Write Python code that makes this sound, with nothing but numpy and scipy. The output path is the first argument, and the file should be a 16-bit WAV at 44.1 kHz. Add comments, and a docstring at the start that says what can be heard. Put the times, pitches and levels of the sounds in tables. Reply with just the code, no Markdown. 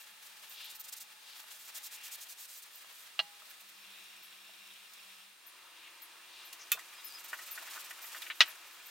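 """A rag scrubs a wooden tool handle in quick, hissing strokes, close up at a workbench.
The handle is knocked once and rings. A brush swishes oil onto it, its steel bolt clinks, and the rag
wipes it again while it bumps on the bench, once very hard. Rubbing is made of countless tiny slips;
each blow is a crack plus fading tones. Now and then something squeaks, very high and short.
Behind it all lies a small, dry workshop with a faint hum and a thin whine."""
import sys
import numpy as np
from scipy import signal
from scipy.fft import rfft, irfft, next_fast_len
from scipy.io import wavfile
from scipy.ndimage import uniform_filter1d

SR = 44100
rng = np.random.default_rng(int(sys.argv[2]) if len(sys.argv) > 2 else 0)


def dump(signal):
    """Clip the signal to [-1, 1] and save it as 16-bit WAV at the path in sys.argv[1]."""
    limited = np.clip(np.atleast_2d(signal).T, -1, 1)
    pcm = np.round(limited * 32767).astype(np.int16)
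    wavfile.write(sys.argv[1], SR, pcm)


N = 392490
TOP_HZ = 15900  # the treble ends here


# Bouts of scrubbing. Each row: first and last stroke in seconds, number of strokes, hurry (above 0
# speeds up), share of each stroke spent sliding, first and last level in dB, sheen in dB.
# Sheen is the highest part of the hiss; its level counts from that of the stroke.
SCRUB_BOUTS = [(0.655, 0.891, 6, 0.18, 0.56, -51, -48.5, -4), (1.555, 1.673, 3, 0, 0.95, -56, -51.5, -7),
               (3.507, 3.695, 3, 0.23, 0.24, -60, -57, 1), (7.092, 7.2, 3, 0, 0.6, -53.5, -53, -3),
               (7.253, 7.52, 7, 0, 0.7, -51.5, -51.5, -4), (7.592, 7.904, 8, -0.13, 0.58, -52.5, -49.5, -5),
               (8.028, 8.179, 4, 0.033, 0.62, -51.5, -54, 0)]
# Single pulls of the rag. Each row: middle in seconds, length in seconds, level in dB, sheen in dB.
RAG_PULLS = [(.013, 0.051, -55.5, -6), (.255, 0.063, -56, -8), (.525, 0.078, -56, -2),
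             (.933, .021, -43.5, -7), (.977, 0.026, -46.5, -3), (1.018, 0.035, -47.5, -10),
             (1.39, .11, -59, -3), (1.517, 0.025, -52, -6), (1.768, 0.041, -42.5, -8),
             (1.853, 0.057, -46.5, -7), (1.94, 0.053, -45.5, -13), (2.057, 0.06, -46.5, -11),
             (2.138, .048, -43.5, -13), (2.226, 0.042, -46.5, -14), (2.312, 0.05, -47, -8),
             (2.42, 0.083, -49.5, -9), (2.51, 0.064, -52, -14), (2.572, 0.074, -51, -4),
             (2.632, 0.023, -51.5, -4), (2.66, .016, -59, -4), (2.76, 0.081, -56, -3),
             (2.826, .014, -58, 3), (2.99, 0.13, -57, -3), (7.563, .025, -50, -6), (7.937, .016, -56, -6),
             (7.98, .025, -59, -6), (8.228, .025, -55, -10), (8.27, .06, -57, -3), (8.38, 0.078, -59, 1),
             (8.675, .025, -60, 1), (8.735, .035, -61, 0), (8.87, 0.078, -61, 2)]
def strokes():
    """List every stroke like a pull: the rag slides, then rests while the hand turns."""
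    rows = list(RAG_PULLS)
    for first, last, count, hurry, share, first_db, last_db, sheen_db in SCRUB_BOUTS:
        progress = np.linspace(0, 1, count)
        times = first + (last - first) * (progress + hurry * progress * (1 - progress))
        db = first_db + (last_db - first_db) * progress
        rows += zip(times, share * np.gradient(times), db, np.full(count, sheen_db))
    return rows


# The tone colour of the rag's hiss and of its sheen. Each row: frequency in Hz, level in dB.
RAG_COLOUR = [(300, -46), (600, -23), (1500, -14), (2600, -11), (4500, -3), (7700, -1.5), (10400, -4.5),
              (14500, -3), (15800, -7)]
SHEEN_COLOUR = [(6000, -45), (10500, -16), (12000, -4), (14000, 3), (15300, -4), (15900, -6)]
def scrubbing(grab_steepness=4.1, let_go_steepness=3.7):
    """The rag hisses as each stroke grabs, slides and stops; its finest fibres add a crisp sheen."""
    t, hiss_gain, sheen_gain = np.arange(N) / SR, np.zeros(N), np.zeros(N)
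    for s, length, db, sheen_db in strokes():
        near = slice(max(int((s - length) * SR), 0), int((s + length) * SR))
        steepness = np.where(t[near] < s, grab_steepness, let_go_steepness)
        stroke = amp(db) * np.exp(-(abs(t[near] - s) / (length / 2)) ** steepness)
        hiss_gain[near] += stroke
        sheen_gain[near] += amp(sheen_db) * stroke
    hiss = hiss_gain * friction(RAG_COLOUR, grain_db=1, catch_db=1.5, side_db=-8)
    sheen = sheen_gain * friction(SHEEN_COLOUR, grain_db=6, catch_db=3, side_db=-23)
    return (hiss + sheen) * pan(-.4)


# Pitches that rubbing wakes in and around the handle. Each row: pitch in Hz, width in Hz, boost in dB.
RUB_PEAKS = [(1277, 16, 6.5), (1743, 130, 3), (2426, 76, 5), (2754, 69, 6.5), (3296, 67, 5.5),
             (3675, 86, 4.5), (4030, 95, 3)]
def friction(points, grain_db, catch_db, side_db):
    """Countless tiny slips of uneven size, bunching up as the fibres catch and let go."""
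    slips = noise(N, side_db) * amp(grain_db * wander(2500) + catch_db * wander(70))
    return colour(slips, points, RUB_PEAKS)


# How loud the loose cloth is. Each row: time in seconds, level in dB.
RUSTLE_LEVELS = [(0, -57.5), (.35, -57.5), (.62, -53.5), (.8, -58), (1.12, -61.5), (1.35, -54), (1.6, -57),
                 (2.05, -53.5), (2.35, -59.5), (3, -58), (3.3, -71), (3.5, -55), (3.7, -69)]
# Its tone colour. Each row: frequency in Hz, level in dB.
RUSTLE_COLOUR = [(200, -24), (600, -5), (1300, 1.5), (2000, 2.5), (3600, 2), (6000, -1.5), (10400, -4),
                 (14500, -2.5), (15800, -5.5)]
def rustling():
    """Loose folds of the rag rustle as they shift in the hand."""
    folds = friction(RUSTLE_COLOUR, grain_db=.5, catch_db=3, side_db=-5.5)
    return folds * loudness(RUSTLE_LEVELS) * pan(1)


# Soft slides of hand, handle, rag and sleeve. Each row: middle in seconds, length in seconds, centre pitch in
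# Hz, level in dB.
SOFT_SLIDES = [(0.632, 0.13, 3420, -49.5), (1.317, 0.13, 3900, -56), (2.029, 0.24, 2500, -56.5),
               (5.656, 0.062, 1200, -67), (5.792, 0.083, 3000, -59), (5.868, 0.056, 2570, -54.5),
               (6.15, .09, 1210, -67), (6.392, .16, 3500, -55)]
# Their tone colour. Each row: multiple of the centre pitch, level in dB.
SLIDE_COLOUR = [(.25, -38), (.6, -16), (.78, -3.5), (1.15, -2.5), (1.4, -7.5), (2.2, -21), (4, -35)]
def sliding():
    """The hand, the handle, the rag and a sleeve slide past one another: a soft swish that swells and fades."""
    t, out = np.arange(N) / SR, np.zeros((2, N))
    for s, length, hz, db in SOFT_SLIDES:
        near = t[abs(t - s) < 1.5 * length]
        slips = noise(len(near), -11) * amp(wander(2500, len(near)))
        swish = colour(slips, [(ratio * hz, band_db) for ratio, band_db in SLIDE_COLOUR], RUB_PEAKS)
        swell = np.exp(-2 * ((near - s) / length) ** 2)
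        add(out, near[0], amp(db) * swish * swell * pan(3.3))
    return out


# How loud the brush is; it lifts once. Each row: time in seconds, level in dB.
BRUSH_LEVELS = [(3.7, -71), (3.86, -56), (4.03, -55.5), (4.22, -59.5), (4.75, -56), (4.83, -58),
                (4.89, -65), (4.98, -57.5), (5.2, -60.5), (5.33, -62)]
# Its tone colour. Each row: frequency in Hz, level in dB.
BRUSH_COLOUR = [(300, -25), (900, -9.5), (1900, -8), (2650, 1.5), (3150, -3.5), (3750, -0.5), (4600, -13),
                (7000, -15.5), (15800, -15)]
def brushing():
    """Wet bristles swish softly along the wood, and now and then one flicks."""
    swish = friction(BRUSH_COLOUR, grain_db=2.5, catch_db=1, side_db=-6.5) + amp(-17) * crackle()
    return swish * loudness(BRUSH_LEVELS) * pan(1.3)


# How loud the wiping is. Each row: time in seconds, level in dB.
WIPE_LEVELS = [(6.4, -62.5), (6.95, -59.5), (7.3, -56.5), (7.75, -51), (7.98, -57.5), (8.22, -50),
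               (8.37, -61.5), (8.48, -53), (8.62, -59.5), (8.9, -60.5)]
# The tone colour of the wiped handle. Each row: frequency in Hz, level in dB.
WIPE_COLOUR = [(150, -39), (350, -18.5), (650, -7.5), (1200, 0), (1900, -2), (2800, -1), (4500, -7.5),
               (7000, -12.5), (15800, -31)]
def wiping():
    """The rag drags on the oiled wood: the handle murmurs under a finer hiss of fibres."""
    murmur = friction(WIPE_COLOUR, grain_db=1.5, catch_db=2, side_db=-12.5)
    hiss = friction(RAG_COLOUR, grain_db=2.5, catch_db=2, side_db=-2.5) + amp(-11.5) * crackle()
    return (murmur + amp(-.5) * hiss) * loudness(WIPE_LEVELS) * pan(.68)


def crackle(snaps_per_s=45, spread_db=4):
    """Single fibres and bristles snag and flick free in tiny snaps of uneven size."""
    snags = rng.random(N) < snaps_per_s / SR
    return colour(snags * noise(N, -6) * amp(spread_db * rng.standard_normal(N)), RAG_COLOUR)


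# Small, crisp ticks. Each row: start in seconds, relative level in dB.
TICKS = [(0.395, -38), (4.671, -39), (4.9356, -34), (6.018, -40), (6.5282, -25.5), (6.792, -30.5),
         (8.1494, -34), (8.2195, -29)]
def ticks():
    """Fibres, bristles and fingers give off tiny bright snaps."""
    out, t = np.zeros((2, N)), np.arange(SR // 10) / SR
    for s, db in TICKS:
        add(out, s, amp(db - 15.5) * colour(noise(len(t), -7), RAG_COLOUR) * fade(t, .067))
    return out


# Knocks on the handle. Each row: start in seconds, level in dB, brightness in Hz.
HANDLE_KNOCKS = [(1.44, -59.5, 1700), (2.843, -58, 1400), (3.1917, -25.5, 14000), (3.1985, -27.5, 5500),
                 (3.42, -58, 950), (4.49, -64, 646), (6.529, -52.5, 9000)]
# The tones of the wood. Each row: pitch in Hz, level in dB, ring time in seconds.
HANDLE_TONES = [(457, -28, 0.091), (633, -10, 0.053), (820, -26, 0.71), (1294, 2, 0.015),
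                (1650, -1.5, 0.033), (1960, -4, 0.056), (2690, 0, 0.036), (2847, 12, 0.035),
                (3150, 3, 0.034), (3350, 1, .04), (3750, -5, 0.032), (4100, 2, 0.045), (4280, 1.5, 0.038),
                (4800, -17, 0.032)]
# The tone colour of its crack. Each row: frequency in Hz, level in dB.
HANDLE_CRACK = [(150, -21), (400, -28), (650, 2), (950, -2), (1400, -2), (3000, -7), (4500, 3),
                (6000, -15.5), (15800, -31)]
def handle_knocks():
    """The bare wood rings from one sharp knock and a few faint taps."""
    return strike(HANDLE_KNOCKS, HANDLE_TONES, HANDLE_CRACK, crack_db=-9, snap_db=-13,
                  hold_s=.0014, fade_s=.063, side_db=-13, low_hz=494) * pan(-1.7)


# Clinks of the bolt. Each row: start in seconds, level in dB, brightness in Hz.
BOLT_CLINKS = [(6.718, -22.5, 18400), (6.7255, -33.5, 14400)]
# The tones of the steel. Each row: pitch in Hz, level in dB, ring time in seconds.
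BOLT_TONES = [(1197, -11.5, 0.087), (1430, -11.5, 0.085), (1854, -10, 0.079), (2360, -5, .065),
              (2410, -5, 0.078), (2580, 1.5, 0.081), (2850, -9, .07), (3100, -8, 0.066), (3574, -3.5, 0.11),
              (7160, 0, 0.033), (10340, -4.5, .055), (12480, 7, .045), (12850, -1, 0.05), (13110, -9, .047),
              (14900, 4, .053), (15200, -1, .043)]
# The tone colour of its crack. Each row: frequency in Hz, level in dB.
BOLT_CRACK = [(200, -35), (600, -21), (1200, -7), (2500, 5), (4500, 1), (7000, 2), (9500, -3), (14500, 3),
              (15800, 0.5)]
def bolt_clinks():
    """The steel bolt clinks brightly and bounces once."""
    return strike(BOLT_CLINKS, BOLT_TONES, BOLT_CRACK, crack_db=-3.5, snap_db=7,
                  hold_s=.0012, fade_s=.09, side_db=-14, low_hz=650) * pan(-1.6)


# Bumps on the bench; the first row is a muffled thud as the rag is pulled. Each row: start in seconds, level in
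# dB, brightness in Hz.
BENCH_BUMPS = [(6.748, -54.5, 450), (6.773, -47.5, 1030), (6.792, -48.5, 2000), (7.3305, -35.5, 1550),
               (7.39, -47, 1940), (7.576, -42, 1590), (7.62, -52, 900), (7.675, -49.5, 1830),
               (7.76, -47.5, 1190), (7.775, -47, 1410), (7.907, -44, 1910), (8.04, -50.5, 1800),
               (8.146, -44, 1750), (8.22, -43, 3620), (8.265, -45, 2320), (8.3005, -35.5, 2270),
               (8.3085, -42.5, 3400), (8.4055, -13, 9900), (8.477, -49.5, 1690)]
# The tones of the bench. Each row: pitch in Hz, level in dB, ring time in seconds.
BENCH_TONES = [(1254, -7, 0.041), (1484, 0, 0.056), (1806, -2, 0.067), (1937, -1, 0.081), (2170, -10, 0.1),
               (2410, -12, 0.1), (2570, -3, 0.07), (2890, 5, 0.055), (2990, -8, 0.079), (3070, -4, 0.08),
               (3420, -5, 0.06), (3780, -1, 0.041), (3890, 0.5, 0.06), (4073, -3, 0.055), (4420, -13, .057),
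               (4930, -8, .05)]
# The tone colour of its crack. Each row: frequency in Hz, level in dB.
BENCH_CRACK = [(200, -35), (460, -34), (660, -6.5), (850, -11.5), (1250, -3.5), (2000, -2), (3000, 4),
               (4000, -0.5), (6000, -9), (8500, -28), (11500, -43), (14000, -17), (15800, -28)]
def bench_bumps():
    """The handle bumps the bench, which rings along with the things lying on it; once, the pulled rag gives a
    muffled thud."""
    return strike(BENCH_BUMPS, BENCH_TONES, BENCH_CRACK, crack_db=0, snap_db=-15,
                  hold_s=.0084, fade_s=.06, side_db=-11.5, low_hz=570, hollow_db=-1.5) * pan(.55)


def strike(blows, tones, crack_colour, crack_db, snap_db, hold_s, fade_s, side_db, low_hz,
           hollow_db=-30):
    """Each blow snaps and sets tones ringing; near walls and clutter hold its crack for a moment."""
    out, t = np.zeros((2, N)), np.arange(SR // 2) / SR
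    attack = SR // 125  # the first 8 ms set the level
    crack_shape = fade(np.maximum(t - hold_s, 0), fade_s) + amp(snap_db) * np.exp(-t / .00074)
    for s, db, bright_hz in blows:
        ring = 0
        for hz, tone_db, ring_s in tones:
            phase = 2 * np.pi * rng.random()
            phase += amp(side_db) * rng.standard_normal() * np.array([[1], [-1]])
            ring += amp(tone_db) * fade(t, ring_s) * np.sin(2 * np.pi * hz * t + phase)
        crack = amp(crack_db) * colour(noise(len(t), side_db), crack_colour) * crack_shape
        sound = ring / ring[:, :attack].std() + crack
        # a blow cushioned by cloth is a weight on a spring: hollow at its own pitch, dull above it
        sound += amp(hollow_db) * signal.lfilter(*signal.iirpeak(bright_hz, 5, fs=SR), sound)
        dull_hz = min(1.24 * bright_hz, SR * .47)
        sound = signal.sosfilt(signal.butter(4, dull_hz, fs=SR, output="sos"), sound)
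        # small things give off little bass
        sound = signal.sosfilt(signal.butter(3, low_hz, "high", fs=SR, output="sos"), sound)
        add(out, s, amp(db) * sound / sound[:, :attack].std())
    return out


# The tone colour of the bench top's thud. Each row: frequency in Hz, level in dB.
THUD_COLOUR = [(25, -10), (70, -2), (125, 1), (200, -3), (280, -1), (350, -8), (450, -19), (600, 5),
               (750, -5), (2000, -40)]
def bench_thud():
    """The hardest bump also shoves the heavy bench top, which answers with a short, dull thud."""
    out, t = np.zeros((2, N)), np.arange(SR // 2) / SR
    hardest_s = max(BENCH_BUMPS, key=lambda bump: bump[1])[0]
    add(out, hardest_s, amp(-47) * colour(noise(len(t), -4), THUD_COLOUR) * fade(t, .06))
    return out * pan(3)


# Thin squeals. Each row: start in seconds, length in seconds, pitch in Hz, width in Hz, level in dB.
RAG_SQUEALS = [(6.588, 0.06, 5600, 2200, -55), (6.942, 0.084, 4880, 150, -62),
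               (6.986, 0.03, 3650, 200, -57), (7.038, 0.07, 5000, 110, -55.5), (7.094, .04, 4720, 110, -56),
               (7.123, 0.078, 4870, 110, -53.5)]
def squeals(arch_hz=259, sag_hz=200, rasp_db=3):
    """The rag squeals as it tightens on the wood; the pitch rises in the middle and ends lower."""
    out = np.zeros((2, N))
    for s, length, hz, width_hz, db in RAG_SQUEALS:
        progress = np.linspace(0, 1, int(length * SR))
        arch = abs(np.sin(np.pi * progress))
        squeal = airy_tone(hz + arch_hz * arch - sag_hz * progress, width_hz)
        rasp = amp(rasp_db * wander(width_hz / 10, len(progress)))
        add(out, s, amp(db) * np.sqrt(arch) * unit(squeal * rasp) * pan(3.2))
    return out


# Very high chirps. Each row: start in seconds, relative level in dB.
CHIRPS = [(4.225, -55), (5.46, -52), (6.015, -49), (6.446, -53), (7.04, -43.5), (7.507, -41), (8.035, -47),
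          (8.472, -47)]
def chirps(slips=110, run_s=.048, slip_s=.0005, rise_s=.0093, decay_s=.027):
    """Each chirp is a ragged run of tiny slips: brief pings whose pitch scatters and falls."""
    start_hz, end_hz, scatter_hz = 14850, 10300, 950
    out, t = np.zeros((2, N)), np.arange(int(2 * run_s * SR)) / SR
    shape = np.minimum(t / rise_s, np.exp((rise_s - t) / decay_s)) / np.sqrt(2)
    for s, db in CHIRPS:
        progress = (np.arange(slips) + rng.random(slips))[:, None] / slips
        scatter, size, side = rng.standard_normal((3, slips, 1))
        hz = np.minimum(start_hz + (end_hz - start_hz) * progress + scatter_hz * scatter, TOP_HZ)
        age = np.maximum(t - progress * run_s, 0) / slip_s
        pings = amp(2 * size) * age * np.exp(-age) * np.sin(2 * np.pi * hz * age * slip_s)
        run = np.array([np.sum(pings * amp(ear * 4.2 * side), axis=0) for ear in (1, -1)])
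        add(out, s, amp(db) * unit(run) * shape)
    return out * pan(3.2)


def room_echo(blows):
    """The small room gives the blows a faint tail, strongest in the low notes."""
    t = np.arange(SR // 2) / SR
    # Each pair: frequency in Hz, level in dB.
    room = [(100, 0), (170, 17), (250, 2), (350, 17), (1000, -3), (3000, -5), (15000, -12)]
    tail = colour(noise(len(t), 1), room) * fade(t, .3)
    tail /= np.sqrt(np.sum(tail ** 2) / 2)
    return amp(-24) * signal.fftconvolve(blows, tail, axes=1)[:, :N]


# Low booms after the knock and the clink. Each row: start in seconds, level in dB.
ROOM_BOOMS = [(3.197, -64.5), (6.735, -71)]
# The room's own tones. Each row: pitch in Hz, level in dB, ring time in seconds.
ROOM_TONES = [(166, -3, 0.28), (180, -4, 0.22), (354, -1, 0.14), (462, 2, .11)]
def room_booms(rise_s=.012):
    """The low tones of the room swell a moment after a blow and linger."""
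    out, t = np.zeros((2, N)), np.arange(SR // 2) / SR
    for s, db in ROOM_BOOMS:
        ring = sum(amp(tone_db) * fade(t, ring_s) * np.sin(2 * np.pi * (hz * t + rng.random()))
                   for hz, tone_db, ring_s in ROOM_TONES)
        add(out, s, amp(db) * ring * (1 - np.exp(-t / rise_s)) * pan(0))
    return out


# The tone colour of the still air and of a lower wash of noise. Each row: frequency in Hz, level in dB.
AIR_COLOUR = [(30, -31), (90, -23.5), (180, -13), (330, -10.5), (650, -6), (1100, 0), (2000, 0.5),
              (2800, 1), (4200, 0.5), (6500, -5), (8800, -4.5), (10500, -7.5), (15800, -8)]
WASH_COLOUR = [(100, -23.5), (250, -24), (330, 0), (450, -12), (540, -4), (610, -12), (710, -1.5),
               (780, -10), (900, 2), (1220, 1.5), (1600, -1.5), (2450, 0.5), (4000, -6), (9000, -17.5)]
def room_air():
    """The room hisses softly; the level dips briefly, then a lower wash of noise sets in."""
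    air = colour(noise(N, -3.5), AIR_COLOUR, RUB_PEAKS)
    air_db = -56.5 + .61 * wander(2.78) - 2.5 * gate(5.245, 5.435, .08)
    wash = colour(noise(N, -32), WASH_COLOUR, RUB_PEAKS) * gate(5.446, np.inf, .29)
    return (amp(air_db) * air + amp(-60) * wash) * pan(.55)


# Faint hums. Each row: start and end in seconds, pitch in Hz, waver in Hz, level in dB.
HUMS = [(0, 1.18, 196, 6.6, -89), (0, 2.26, 863, 8, -74.5), (3.65, 5.33, 194.5, 3, -82.5),
        (3.65, 4.8, 335, 12, -85)]
# Airy whistles. Each row: pitch in Hz, width in Hz, level in dB.
WHISTLES = [(5420, 230, -71.5), (12050, 550, -77)]
def hums_and_whine(whine_hz=8847):
    """Wavering hums and faint whistles come and go under a thin, steady electric whine."""
    hum = sum(amp(db) * gate(start, end, .15) * wavering_tone(hz, waver_hz, flutter_db=2.5)
              for start, end, hz, waver_hz, db in HUMS)
    whistle = sum(amp(db) * airy_tone(np.full(N, hz), width_hz) for hz, width_hz, db in WHISTLES)
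    whine = amp(-77) * wavering_tone(whine_hz, 3, flutter_db=.5)
    whine += amp(-76) * airy_tone(np.full(N, whine_hz), 500)
    return (hum + whistle * gate(3.65, 5.28, .1) + whine) * pan(.55)


def wavering_tone(hz, waver_hz, flutter_db):
    """A pure tone whose pitch and level drift at random."""
    phase = 2 * np.pi * np.cumsum(hz + waver_hz * wander(40)) / SR
    return unit(np.sin(phase) * amp(flutter_db * wander(32)))


def airy_tone(hz, width_hz):
    """A narrow band of noise that follows a pitch given for every sample."""
    phase = 2 * np.pi * np.cumsum(hz) / SR
    return unit(wander(width_hz, len(hz)) * np.cos(phase) + wander(width_hz, len(hz)) * np.sin(phase))


def noise(n, side_db):
    """Stereo white noise; the lower side_db is, the more alike both ears are."""
    mid, side = rng.standard_normal((2, n))
    return mid + amp(side_db) * side * np.array([[1], [-1]])


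def colour(x, points, peaks=()):
    """Give a sound a tone colour, with narrow peaks if wanted, at a strength of 1."""
    hz, db = np.transpose(points)
    n = next_fast_len(x.shape[-1])
    f = np.maximum(np.fft.rfftfreq(n, 1 / SR), 1)
    shape_db = np.interp(np.log(f), np.log(hz), db)
    shape_db += sum(boost / (1 + (2 * (f - centre) / width) ** 2) for centre, width, boost in peaks)
    return unit(irfft(rfft(x, n) * amp(shape_db), n)[..., :x.shape[-1]])


def wander(rate, n=N):
    """A random drift of about 1 either way, heading for a new value rate times a second."""
    steps = np.arange(n) * rate / SR
    count = int(steps[-1]) + 2
    return unit(np.interp(steps, np.arange(count), rng.standard_normal(count)))


def loudness(levels):
    """A volume curve through rows of time and level, with soft edges and silence outside."""
    t = np.arange(N) / SR
    times, db = np.transpose(levels)
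    playing = 1. * ((t >= times[0]) & (t <= times[-1]))
    return amp(np.interp(t, times, db)) * uniform_filter1d(playing, SR // 20)


def gate(start_s, end_s, edge_s):
    """Rise, hold at 1 and fall."""
    t = np.arange(N) / SR
    return np.clip(np.minimum(t - start_s, end_s - t) / edge_s + .5, 0, 1)


def fade(t, ring_s):
    """Die away by 60 dB over the ring time."""
    return np.exp(-np.log(1000) * t / ring_s)


def amp(db):
    """Turn decibels into a volume factor."""
    return 10 ** (np.asarray(db) / 20)


def unit(x):
    """Scale to an average strength (rms) of 1."""
    return x / np.sqrt(np.mean(x ** 2))


def pan(db):
    """Make the left ear db louder than the right."""
    return amp(np.array([[db], [-db]]) / 2)


def add(out, s, sound):
    """Mix a stereo sound in at s seconds."""
    i = max(int(s * SR), 0)
    out[:, i:i + sound.shape[1]] += sound[:, :N - i]


def scene():
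    """Rubbing, squeaks and blows at the bench, with the workshop behind."""
    rubbing = scrubbing() + rustling() + sliding() + brushing() + wiping()
    small_sounds = chirps() + squeals() + ticks()
    blows = handle_knocks() + bolt_clinks() + bench_bumps()
    after_blows = room_echo(blows) + bench_thud() + room_booms()
    return rubbing + small_sounds + blows + after_blows + room_air() + hums_and_whine()


def record(dry, ceiling=.74):
    """Round off the loudest peaks and cut the highest treble."""
    rounded = ceiling * np.tanh(dry / ceiling)
    return signal.sosfilt(signal.ellip(10, .2, 80, TOP_HZ, fs=SR, output="sos"), rounded)


dry = scene()
out = record(dry)
dump(out)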